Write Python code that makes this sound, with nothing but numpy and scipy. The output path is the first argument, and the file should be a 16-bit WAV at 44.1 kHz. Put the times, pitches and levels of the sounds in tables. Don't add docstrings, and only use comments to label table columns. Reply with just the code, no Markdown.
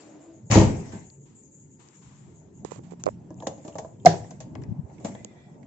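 import sys
import numpy as np
from scipy import signal
from scipy.io import wavfile
from scipy.ndimage import uniform_filter1d

SR = 44100
rng = np.random.default_rng(int(sys.argv[2]) if len(sys.argv) > 2 else 0)


def int16_out(signal):
    q = np.round(np.clip(np.atleast_2d(signal).T, -1, 1) * 32767)
    wavfile.write(sys.argv[1], SR, q.astype(np.int16))


def decibels_to_gain(level_db):
    exponent = np.asarray(level_db, float) / 20
    return 10 ** exponent


N = 249958

# (frequency [Hz], likeness [0-1])
SAME = [(60, 0.76), (160, 0.95), (430, 0.64), (1140, 0), (3030, 0.06), (8090, 0)]
# (time [s], level [dB], wheel hum [Hz])
ROLLER = [
    (0, -50, 316),
    (.12, -53, 281),
    (.3, -54.5, 325),
    (.4, -64, 320),
]
# (time [s], peak [dB], sharp share [dB])
BLOWS = [(0.503, -18, -17.5), (0.513, -10, -5.5), (0.522, -10, -6), (0.534, -8.5, -9), (0.554, 4, -37),
         (0.562, 3.5, -17.5), (0.57, 4.5, -23.5), (0.583, -12.5, -17), (0.593, -1.5, -26),
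         (0.614, -2.5, -17), (0.93, -23, -17), (0.951, -31, -11)]
# (frequency [Hz], level [dB])
PANEL = [(470, -2), (530, 0.5), (600, 0), (660, 2), (730, 1.5), (810, -2), (900, -5), (1010, -3),
         (1130, -7), (1700, -13.5)]


def evened(x):
    return x / np.sqrt(np.mean(x ** 2) + 1e-20)


def read(points, hz):
    f, value = np.transpose(points)
    return np.interp(np.log(hz + 1), np.log(f + 1), value)


def curve(rows, t, axis=1):
    columns = np.transpose(rows)
    return np.interp(t, columns[0], columns[axis])


def swell(t, s, rise, t60):
    climb = np.clip((t - s) / max(rise, .005) + 1, 0, 1) ** 2
    return climb * decibels_to_gain(-60 * np.maximum(t - s, 0) / max(t60, .05))


def add(mix, s, sound, pan_db=0):
    part = mix[:, round(s * SR):][:, :np.shape(sound)[-1]]
    panned = sound * decibels_to_gain(np.array([[pan_db / 2], [-pan_db / 2]]))
    part += panned[:, :part.shape[1]]


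def resonate(x, hz, width):
    turn = np.exp(2j * np.pi * np.cumsum(hz * np.ones(len(x))) / SR)
    r = np.exp(-np.pi * width / SR)
    return 2 * (turn * signal.lfilter([1 - r], [1, -r], x / turn)).real


def ring(modes, seconds, rise, apart_hz=900):
    t = np.arange(round(seconds * SR)) / SR
    phases = rng.uniform(0, 2 * np.pi, len(modes))
    slips = rng.standard_normal(len(modes))
    rung = np.zeros((2, len(t)))
    for (hz, db, t60), phase, slip in zip(modes, phases, slips):
        port_phase = np.array([[0], [slip * hz / apart_hz]])
        rung += decibels_to_gain(db - 60 * t / t60) * np.sin(2 * np.pi * hz * t + phase + port_phase)
    rung *= np.sin(np.pi / 2 * np.minimum(t / rise, 1)) ** 2
    return rung / abs(rung).max()


def tick(t60, dull):
    t = np.arange(4000) / SR
    raw = rng.standard_normal((2, 4000))
    body = signal.lfilter([1, -.8], [1, -np.clip(dull, -.9, .9)], raw)
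    holes = np.array([resonate(port, 6800, 870) for port in raw])
    crack = (body + decibels_to_gain(8.0) * holes) * decibels_to_gain(-60 * t / t60) * np.minimum(t / 0.00032, 1)
    return crack / abs(crack).max()


def pings(rows, partner, partner_db):
    out, t = np.zeros((2, N)), np.arange(6000) / SR
    for s, db, hz, t60, pan_db in rows:
        slip = np.array([[0], [np.pi / 2 * min(hz / 1500, 1)]])
        pair = np.sin(2 * np.pi * hz * t + slip)
        pair += decibels_to_gain(partner_db) * np.sin(2 * np.pi * partner * hz * t - slip)
        fade = decibels_to_gain(db - 60 * t / max(t60, .003)) * np.minimum(t * hz * 2, 1)
        add(out, s, fade * pair, pan_db)
    return out


def noise(shape, patchy_db, size=1024):
    frames, hz = N // (size // 4) + 5, np.fft.rfftfreq(size, 1 / SR)
    a, b, c, d, patches = rng.standard_normal((frames, len(hz), 5)).T
    patches = evened(uniform_filter1d(uniform_filter1d(patches, size=8, axis=0), size=10, axis=1))
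    same = np.clip(read(SAME, hz), -1, 1)[:, None]
    left = a + 1j * b
    right = same * left + np.sqrt(1 - same ** 2) * (c + 1j * d)
    colour_db = read([(0.94, -99)] + shape + [(SR / 2, -99)], hz)[:, None]
    z = np.array([left, right]) * decibels_to_gain(colour_db + patchy_db * patches)
    return evened(signal.istft(z, nperseg=size, noverlap=size * 3 // 4)[1][:, :N])


def room(x, decays, gap_s):
    taps = np.zeros((2, SR))
    at = np.arange(round(gap_s * SR), SR - 20, 20)
    at = at + rng.integers(0, 20, (2, SR // 20))[:, :len(at)]
    signs = rng.choice([-1., 1.], (2, SR // 20))[:, :at.shape[1]]
    np.put_along_axis(taps, at, signs, 1)
    hz, t, z = signal.stft(taps, SR, nperseg=512)
    same = np.clip(read(SAME, hz), -1, 1)[:, None]
    z[1] = same * z[0] + np.sqrt(1 - same ** 2) * z[1]
    tail = signal.istft(z * decibels_to_gain(-60 * t / read(decays, hz)[:, None]), SR, nperseg=512)[1]
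    return signal.fftconvolve(x.mean(0)[None], tail / np.linalg.norm(tail[0]), axes=1)[:, :N]


def street():
    # (time [s], level [dB])
    traffic = [(0, -60.5), (.4, -51), (1.1, -51), (1.6, -54), (2.0, -53), (2.35, -49), (2.68, -47.5),
               (2.9, -48), (3.5, -46), (4.05, -48.5), (4.45, -45), (4.69, -37.5), (4.84, -48), (5.13, -45),
               (5.25, -50), (5.67, -49)]
    # (frequency [Hz], density [dB per Hz])
    rumble_colour = [(15, -56.5), (25, -14), (48, -27), (123, -3.5), (207, -7.5), (263, -12), (395, -16.5),
                     (763, -43), (900, -27), (1170, -55.5), (1980, -120)]
    hollow_colour = [(250, -19.5), (450, 1.5), (650, 5.5), (900, -2.5), (1300, -16.5), (2200, -33)]
    hiss_colour = [(700, -19.5), (1300, -7.5), (2000, -5.5), (3000, -12.5), (4500, -16), (6000, -8),
                   (8000, -1)]
    # (frequency [Hz], width [Hz], level over rumble [dB])
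    drone = (140, 2.8, -10.5)
    # (peak [dB], t60 [s], lingering part [dB])
    shudder = [
        (-18.5, 0.5, -42.5),
        (-38, 0.29, -44.5),
        (-70, 1, -46),
    ]
    # (time [s], peak [dB], t60 [s], left minus right [dB])
    grip = [
        (0.0, -55, 0.8, 6.5),
        (1.95, -70.5, 2.2, 12),
        (2.8, -75.5, 1.8, -14.5),
        (3.1, -61, 0.18, -1),
        (3.65, -65.5, 1.18, -6),
        (4.15, -49.5, 0.75, -2.5),
        (4.95, -67.5, 2.5, -2),
        (5.12, -55.5, 0.47, 1.5),
        (5.418, -81, 0.84, 9.5),
    ]
    t, sides = np.arange(N) / SR, np.array([[.5], [-.5]])
    street_db = curve(traffic, t)
    shudder_s, rise_s, linger_t60_s = .63, .11, 2.06
    stirs = []
    for db, t60, linger_db in shudder:
        stir = decibels_to_gain(db) * swell(t, shudder_s, rise_s, t60)
        linger = decibels_to_gain(linger_db) * swell(t, shudder_s, rise_s, linger_t60_s)
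        stirs.append(stir + linger * np.clip((1.1 - t) * 10, 0, 1))
    low_stir, mid_stir, high_stir = stirs
    echo_db = np.minimum(-65.5 + 2.5 * (street_db + 48), -58.5)
    rolling = decibels_to_gain(curve(ROLLER, t) - 5) * (t < BLOWS[0][0])
    cabin = decibels_to_gain(-61.5) * np.clip((t - 4.43) * 2, 0, 1)
    rustle = sum(decibels_to_gain(db + sides * pan_db) * swell(t, s, .14, t60) for s, db, t60, pan_db in grip)
    low = (decibels_to_gain(street_db) + low_stir) * noise(rumble_colour, patchy_db=3.5, size=2048)
    mid = (decibels_to_gain(echo_db) + cabin + rolling + mid_stir) * noise(hollow_colour, patchy_db=3.5)
    drone_hz, width, drone_db = drone
    low += decibels_to_gain(street_db + drone_db) * evened(resonate(rng.standard_normal(N), drone_hz, width))
    hiss = decibels_to_gain(sides * 5) * (decibels_to_gain(-73.5) + high_stir) + rustle
    return low + mid + hiss * noise(hiss_colour, patchy_db=3.0, size=512)


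def far_engine():
    # (start [Hz], end [Hz], level [dB]))
    passing = (3.05, .42, [(129, 132, -49), (165, 187, -51)])
    t, (s, half, tones) = np.arange(N) / SR, passing
    way = np.clip((t - s) / half, -1, 1)
    exhaust = np.zeros(N)
    for from_hz, to_hz, db in tones:
        hz = from_hz + (to_hz - from_hz) * (way + 1) / 2
        exhaust += decibels_to_gain(db) * evened(resonate(rng.standard_normal(N), hz, 0.88))
    return np.cos(np.pi / 2 * way) ** .5 * exhaust


def birds():
    # (time [s], peak [dB])
    chirps = [(0.085, -64), (0.2049, -58), (0.3301, -59), (0.4566, -57), (1.033, -55.5), (1.1, -55),
              (1.2042, -57.5), (1.3515, -52), (1.426, -54.5), (1.5138, -54), (1.585, -56), (1.7037, -56.5),
              (1.8127, -63), (1.937, -56), (2.008, -67.5), (2.152, -61.5), (2.347, -59), (2.541, -60),
              (2.9976, -72), (3.3655, -59), (3.421, -55.5), (3.531, -57), (3.6184, -57), (3.7243, -58),
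              (3.819, -63), (3.8721, -64), (3.998, -63)]
    # (frequency [Hz], t60 [s])
    yard = [(5000, 0.34), (8000, .4)]
    out, t = np.zeros((2, N)), np.arange(round(.012 * SR)) / SR
    variety = rng.normal([1, 0], [.015, 2], (len(chirps), 2))
    for (s, db), (shift, echo_db) in zip(chirps, variety):
        hz = shift * (7800 - 1400 * (t / t[-1]) ** .8)
        whistle = np.sin(2 * np.pi * np.cumsum(hz) / SR)
        chirp = decibels_to_gain(db - 1.5) * np.hanning(len(t)) ** 0.23 * whistle
        add(out, s - .004, chirp, 6)
        add(out, s + .018, decibels_to_gain(echo_db) * chirp, 6)
    return decibels_to_gain(-4) * out + decibels_to_gain(np.array([[10], [5]])) * room(out, yard, .005)


def puffs():
    # (time [s], peak [dB], frequency [Hz], length [s], left minus right [dB])
    gusts = [
        (0.424, -38.5, 114, 0.05, 0.5),
        (4.576, -43.5, 123, 0.038, 25),
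        (4.679, -33.5, 102, 0.024, 20),
        (4.699, -34.5, 117, 0.026, 25),
        (4.715, -32.5, 183, 0.019, 25.5),
        (4.787, -34.5, 147, 0.019, 31),
        (4.827, -35.5, 92.6, 0.039, -11),
    ]
    out = np.zeros((2, N))
    for s, db, hz, length, pan_db in gusts:
        t = np.arange(round(max(length, .01) * SR)) / SR
        add(out, s, decibels_to_gain(db) * np.hanning(len(t)) * np.sin(2 * np.pi * hz * t), pan_db)
    return out


def scuffs():
    # (time [s], length [s], level [dB], left minus right [dB])
    rubs = [(0.918, 0.072, -47, 1), (1.252, 0.17, -62.5, 4.5), (1.786, 0.22, -57, 7), (2.003, 0.39, -58, 5),
            (2.648, 0.061, -57, -24.5), (2.704, 0.092, -51.5, -16.5), (2.831, 0.085, -63.5, -17),
            (2.907, 0.038, -60.5, -20), (2.995, 0.034, -55.5, -4), (4.614, 0.039, -59, 3),
            (4.998, 0.048, -58.5, 0.5), (5.044, 0.055, -40, -2)]
    # (frequency [Hz], density [dB per Hz])
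    cloth_colour = [(500, -38), (900, 13), (1400, 0.5), (2200, 0.5), (3500, -3), (5500, -6.5), (7500, 9),
                    (8200, -2)]
    out, cloth = np.zeros((2, N)), noise(cloth_colour, patchy_db=0.0, size=256)
    for s, length, db, pan_db in rubs:
        rub = cloth[:, round(s * SR):][:, :round(length * SR)]
        n = rub.shape[1]
        fade = decibels_to_gain(db - 11.6 * np.linspace(0, 1, n)) * signal.windows.tukey(n, .15)
        add(out, s, fade * rub, pan_db)
    return out


def case_taps():
    # (time [s], peak [dB], case note [Hz], tick [dB], left minus right [dB])
    fingers = [(1.102, -56, 445, -48, 6), (1.887, -62, 369, -42.5, 7), (2.648, -34, 410, -33.5, -29.5),
               (2.718, -34.5, 465, -36.5, -24.5), (2.759, -46, 586, -42, -21), (2.791, -38, 448, -67, -13),
               (2.92, -37.5, 420, -67, -20.5), (2.934, -37, 404, -70, -15), (3.038, -40.5, 355, -22, -18),
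               (3.058, -27, 363, -33, -5.5), (3.065, -12, 592, -31, -10.5), (3.076, -18, 474, -59, -13),
               (3.086, -24, 574, -46, -18), (5.247, -41.5, 494, -27.5, -21)]
    # (multiple of the case note, level [dB], t60 [s])
    case_modes = [(0.999, 3.5, 0.015), (1.7, -4.5, 0.011), (3.6, -12.5, 0.0042)]
    out, t = np.zeros((2, N)), np.arange(2000) / SR
    for s, db, hz, tick_db, pan_db in fingers:
        knock = sum(decibels_to_gain(d - 60 * t / t60) * np.sin(2 * np.pi * k * hz * t) for k, d, t60 in case_modes)
        knock = knock * np.minimum(t / 0.00082, 1) * [[1], [-1]]
        add(out, s + 0.00133, decibels_to_gain(db + 2.5) * knock, pan_db)
        add(out, s, decibels_to_gain(tick_db + 8) * tick(0.006, dull=0.045))
    return out


def glints():
    # (time [s], peak [dB], frequency [Hz], t60 [s], left minus right [dB])
    small_ticks = [(0.5125, -26, 4600, .03, 4), (0.5185, -24, 6800, .03, 4), (0.928, -52, 1560, .3, 0),
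                   (2.649, -42, 900, .012, -20), (2.719, -44, 900, .012, -20),
                   (3.0385, -38, 1400, .008, -10), (3.066, -30, 1500, .008, -8),
                   (1.101, -48, 4400, .012, 6), (4.0, -60, 3200, .03, 0), (3.3058, -50, 6000, .006, 5),
                   (3.3437, -51, 6300, .006, 7), (3.386, -58, 2480, .008, 0),
                   (3.4026, -45, 3240, 0.013, -2), (3.4679, -32.5, 1700, 0.013, 1),
                   (3.472, -36, 3300, .015, -1), (3.6794, -39, 6900, .006, 0),
                   (3.6805, -48, 2800, 0.0092, 0), (3.726, -54, 2800, .025, 0), (3.745, -54, 2800, .025, 0),
                   (3.7832, -35, 6330, 0.012, 5), (3.785, -41, 1850, .02, 3),
                   (4.0588, -15.5, 5000, .015, -4), (4.0605, -17, 4200, .015, -4),
                   (4.2437, -49, 1820, .02, 0), (4.3076, -38.5, 6180, 0.011, 0),
                   (4.4049, -39, 5860, .01, 1.5), (4.4052, -40, 7400, .012, 1),
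                   (4.5525, -44.5, 2870, .012, 5), (4.5528, -47.5, 5190, .008, 4.5),
                   (4.6368, -46, 5290, .01, 7), (5.1505, -46.5, 1854, .015, -0.5),
                   (5.151, -46, 3400, .012, 0)]
    return pings(small_ticks, partner=1.12, partner_db=-4)


def thuds():
    # (time [s], peak [dB], frequency [Hz], t60 [s], left minus right [dB])
    dull_hits = [(0.5562, -2, 300, 0.024, 4), (0.5555, -13.5, 890, 0.032, 3),
                 (0.5705, -6.5, 421, 0.028, -2.5), (0.664, -16, 129, 0.056, 0),
                 (3.4685, -28, 297, 0.049, 1), (3.652, -36, 300, .12, 1), (3.7545, -27.5, 560, .04, 1),
                 (3.7845, -32.5, 804, 0.035, -0.5), (4.138, -25, 686, 0.078, 1), (4.14, -27, 387, .05, 0),
                 (4.203, -29.5, 114, .1, 0), (5.047, -22, 213.6, .05, 1), (5.0555, -27, 641, 0.038, 5),
                 (5.088, -26, 228, 0.041, 3), (5.104, -30, 200, .1, -1), (5.1505, -36, 703, .025, 0),
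                 (5.121, -34, 215, .05, 0), (4.0665, -16, 165, .12, -2)]
    return pings(dull_hits, partner=1.31, partner_db=-12)


def hinges():
    # (time [s], peak [dB], frequency [Hz], skin [dB], left minus right [dB])
    clicks = [
        (4.553, -37, 1766, -39, 6.5),
        (4.6194, -48.5, 1760, -57, 4),
        (4.6369, -46, 1740, -48, 10),
        (4.8982, -57.5, 2080, -55.5, -5),
        (4.982, -50, 2340, -59, -6),
        (5.1507, -45, 1890, -39, -0.5),
        (5.6295, -49, 2030, -60.5, -6),
    ]
    # (time [s], level [dB], pitch as a share of rest)
    squeak = [
        (5.15, -64, .96),
        (5.17, -62, .98),
        (5.2, -62, 1.03),
        (5.25, -67, 1.0),
        (5.305, -62, 1.05),
        (5.34, -69, .98),
        (5.39, -62, 0.995),
        (5.46, -65, .99),
        (5.56, -78, .98),
    ]
    # (frequency [Hz], width [Hz], level [dB])
    stay_modes = [(1976, 45, -0.5), (2330, 70, -8), (3370, 200, -9)]
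    out, t = np.zeros((2, N)), np.arange(N) / SR
    for s, db, hz, skin_db, pan_db in clicks:
        crack = tick(.035, dull=.5)
        click = np.array([resonate(resonate(port, hz, 900), hz, 900) for port in crack])
        add(out, s, decibels_to_gain(db - 1.5) * click / abs(click).max(), pan_db)
        skin = ring([(f, d, .04) for f, d in PANEL], .1, rise=0.0028)
        add(out, s, decibels_to_gain(skin_db + 3.0) * skin, pan_db)
        add(out, s, decibels_to_gain(db - 6) * tick(0.018, dull=.3), pan_db)
    stay, pitch = np.zeros((2, N)), curve(squeak, t, axis=2)
    for side, rub in enumerate(rng.standard_normal((2, N))):
        for hz, width, db in stay_modes:
            stay[side] += decibels_to_gain(db) * evened(resonate(rub, hz * pitch, width))
    dragging = (t > squeak[0][0]) * (t < squeak[-1][0])
    return out + decibels_to_gain(curve(squeak, t)) * evened(stay) * dragging


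def linkage():
    # (frequency [Hz], width [Hz], level [dB])
    rods = [(1300, 500, -38), (1700, 250, -34), (2800, 1200, -38), (4300, 1200, -35), (5600, 1500, -36)]
    t, buzz = np.arange(N) / SR, np.zeros((2, N))
    for side, shake in enumerate(rng.standard_normal((2, N))):
        for hz, width, db in rods:
            buzz[side] += decibels_to_gain(db) * evened(resonate(shake, hz, width))
    return buzz * swell(t, 4.062, .005, .26)


def handle():
    # (time [s], skin [dB], boom [dB], tick [dB], ring t60 [s])
    knocks = [(3.305, -37.5, -32.5, -63, 0.094), (3.403, -40.5, -43, -49, 0.061),
              (3.423, -30, -38, -51, 0.1), (3.47, -19, -25.5, -26.5, 0.06), (3.577, -46, -41, -58, 0.16),
              (3.648, -35, -35, -52, 0.18), (3.679, -33.5, -34, -45.5, 0.12),
              (3.755, -28.5, -37.5, -46.5, 0.095), (3.786, -26, -45, -35, 0.068),
              (3.847, -27.5, -45, -57.5, 0.049), (4.141, -35, -30.5, -56, 0.061),
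              (4.245, -42, -48, -58, 0.068), (4.309, -35.5, -65.5, -45, 0.07),
              (4.404, -36.5, -48, -39.5, 0.12), (5.048, -26.5, -26, -38, 0.084),
              (5.083, -42.5, -38, -54.5, 0.033)]
    # (frequency [Hz], level [dB])
    boom_modes = [(165, 10.5), (215, -1.5), (255, -13), (300, 14), (350, -1.5)]
    out = np.zeros((2, N))
    for s, db, boom_db, tick_db, t60 in knocks:
        t60 = np.clip(t60, .01, .4)
        pan_db = np.interp(s, (4.5, 5.0), [0, 10])
        spot = rng.normal(0, [.04, 4], (len(PANEL), 2))
        skin = []
        for (hz, d), (a, b) in zip(PANEL, spot):
            skin.append((hz * (1 + a), d + b, t60 * (600 / hz) ** 0.59))
        boom = [(hz, d, 0.67 * t60) for hz, d in boom_modes]
        add(out, s, decibels_to_gain(db) * ring(skin, .3, rise=0.002), pan_db)
        add(out, s, decibels_to_gain(boom_db) * ring(boom, .4, rise=0.0063))
        add(out, s, decibels_to_gain(tick_db + 11.0) * tick(0.0017, dull=0.93), pan_db)
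        add(out, s + 0.00087, decibels_to_gain(tick_db + 7.5) * tick(0.91 * t60, dull=1.0), pan_db)
    return out


def sliding_door():
    # (frequency [Hz], level [dB], t60 [s])
    body_modes = [(67, -15, 0.76), (102, -2.5, 0.36), (175, 1.5, 0.53), (209, -12, 0.33),
                  (261.8, -5.5, 0.68), (319, -4, 0.44), (408, -6, 0.42), (497, -15.5, 0.26), (506, -17, 1),
                  (620, -14.5, 0.81), (650, -22.5, 0.74), (790, -15, 0.21), (904, -10.5, 0.55),
                  (1005, -9, 0.23)]
    # (time [s], peak [dB], frequency [Hz], t60 [s])
    shell = [
        (0.5014, -3, 120, 0.055),
        (0.553, -13, 102, 0.23),
        (0.942, -34, 207.7, 0.14),
        (4.063, -25, 175, 0.099),
        (5.046, -32, 214.4, 0.06),
    ]
    # (time [s], level [dB])
    rattle = [
        (0.5, -50),
        (0.516, -26),
        (0.554, -26.5),
        (0.66, -43),
    ]
    # (frequency [Hz], density [dB per Hz])
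    trim_colour = [(530, -12.5), (900, -11.5), (1430, -22), (1990, -18), (3500, -26.5), (5460, -24.5),
                   (6940, -19), (7900, -24), (8200, -52.5), (10700, -80), (18000, -120)]
    out, t = np.zeros((2, N)), np.arange(N) / SR
    for multiple, db in [(1, 1.0), (2, -10.5)]:
        hum = resonate(rng.standard_normal(N), multiple * curve(ROLLER, t, axis=2), 23)
        out += decibels_to_gain(curve(ROLLER, t) + db) * evened(hum) * (t < ROLLER[-1][0])
    for s, db, sharp_db in BLOWS:
        spread = rng.normal(0, [.008, 3], (len(body_modes), 2))
        modes = []
        for (hz, d, t60), (a, b) in zip(body_modes, spread):
            modes.append((hz * (1 + a), d + b, 0.16 * min(t60, .6)))
        add(out, s, decibels_to_gain(db - 6) * ring(modes, .4, rise=0.0056))
        add(out, s, decibels_to_gain(db + sharp_db) * tick(0.012, dull=0.92), 4.5)
    swing = np.arange(SR // 2) / SR
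    for s, db, hz, t60 in shell:
        air = np.sin(2 * np.pi * hz * swing) * np.minimum(swing / 0.013, 1)
        add(out, s, decibels_to_gain(db - 60 * swing / t60) * air)
    grains = decibels_to_gain(2.0 * evened(uniform_filter1d(rng.standard_normal(N), size=60)))
    sounding = (t > rattle[0][0]) * decibels_to_gain(-300 * np.maximum(t - rattle[-1][0], 0))
    scrape = evened(noise(trim_colour, patchy_db=2.5, size=256) * grains)
    add(out, 0, scrape * decibels_to_gain(curve(rattle, t) + 5.5) * sounding, 5)
    return out


def latch():
    # (time [s], peak [dB], frequency [Hz], swell [s], held until [s], damping [s])
    skin_note = (4.0557, 2.0, 780, .011, .015, .003)
    # (time [s], peak [dB], frequency [Hz], tick [dB])
    rod_lift = (4.0502, -13, 560, -24)
    # (time [s], peak [dB], left minus right [dB])
    snaps = [
        (4.0564, -24, 0),
        (4.0585, -14.5, -6),
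        (4.0672, -30, 5.5),
    ]
    # (frequency [Hz], level [dB], t60 [s])
    skin_modes = [(103, -13, 0.17), (164, -1.5, 0.14), (223, -6.5, 0.04), (283.7, -17.5, 0.079),
                  (310, -11, 0.15), (392, -10, 0.14), (478, -2.5, 0.087), (586, -13, 0.13), (692, -12, 0.2),
                  (738, -17.5, 0.037), (806.5, -8.5, 0.11), (980, -14.5, 0.093), (2200, -22, 0.029)]
    out, note = np.zeros((2, 2, N))
    s, db, hz, rise, held, damping = skin_note
    t = np.arange(round(.06 * SR)) / SR
    shape = np.minimum(t / rise, 1) * np.exp(-np.maximum(t - held, 0) / damping)
    sinking_hz = np.maximum(hz - 6500 * t, 665)
    turns = 2 * np.pi * np.cumsum(sinking_hz) / SR
    add(note, s, decibels_to_gain(db) * shape * np.sin(turns - np.array([[.5], [0]])), -1.2)
    add(out, s + 0.004994, decibels_to_gain(-7.5) * ring(skin_modes, .4, rise=0.006))
    at, lift_db, lift_hz, tick_db = rod_lift
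    rod = ring([(lift_hz, 0, .03), (.5 * lift_hz, -4, .03)], 0.036, rise=0.0012)
    add(out, at, decibels_to_gain(lift_db) * rod)
    add(out, at, decibels_to_gain(tick_db) * tick(0.0087, dull=0.33))
    for at, snap_db, pan_db in snaps:
        add(out, at, decibels_to_gain(snap_db + 9) * tick(0.025, dull=0.49), pan_db)
    return note, out


def scene():
    # (frequency [Hz], t60 [s])
    carport = [(60, 0.63), (160, 0.33), (420, 0.37), (1100, 0.39), (2900, 0.37), (7700, 0.26)]
    door, near, (note, snap) = sliding_door(), handle() + hinges(), latch()
    near = near + thuds()
    sent = decibels_to_gain(-4.0) * door + decibels_to_gain(-8) * near + decibels_to_gain(-6.5) * snap + decibels_to_gain(-23.5) * note
    wet = room(sent, carport, .005)
    slam = .8 * np.tanh((door + wet * decibels_to_gain(np.array([[.8], [-.8]]))) / .8)
    rear_door = near + note + snap + linkage() + glints()
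    phone = scuffs() + case_taps() + puffs()
    return slam + rear_door + phone + birds() + street() + far_engine()


def top_cut(x):
    return signal.sosfilt(signal.butter(12, 15400, fs=SR, output="sos"), x)


def record(dry):
    edge = signal.firwin(255, 7754, window=("kaiser", 9), fs=SR)
    narrow = signal.oaconvolve(dry, edge[None], "same")
    bass_cut = signal.butter(2, 42, 'high', fs=SR, output='sos')
    narrow = signal.sosfilt(bass_cut, narrow)
    overload = .96
    clipped = np.clip(narrow, -overload, overload)
    clipped = signal.oaconvolve(clipped, signal.firwin(255, 15400, fs=SR)[None], "same")
    treble = signal.butter(4, 11000, 'high', fs=SR, output='sos')
    hiss = signal.sosfilt(treble, rng.standard_normal(dry.shape))
    return top_cut(clipped + decibels_to_gain(-100) * hiss)


dry = scene()
out = record(dry)
int16_out(out)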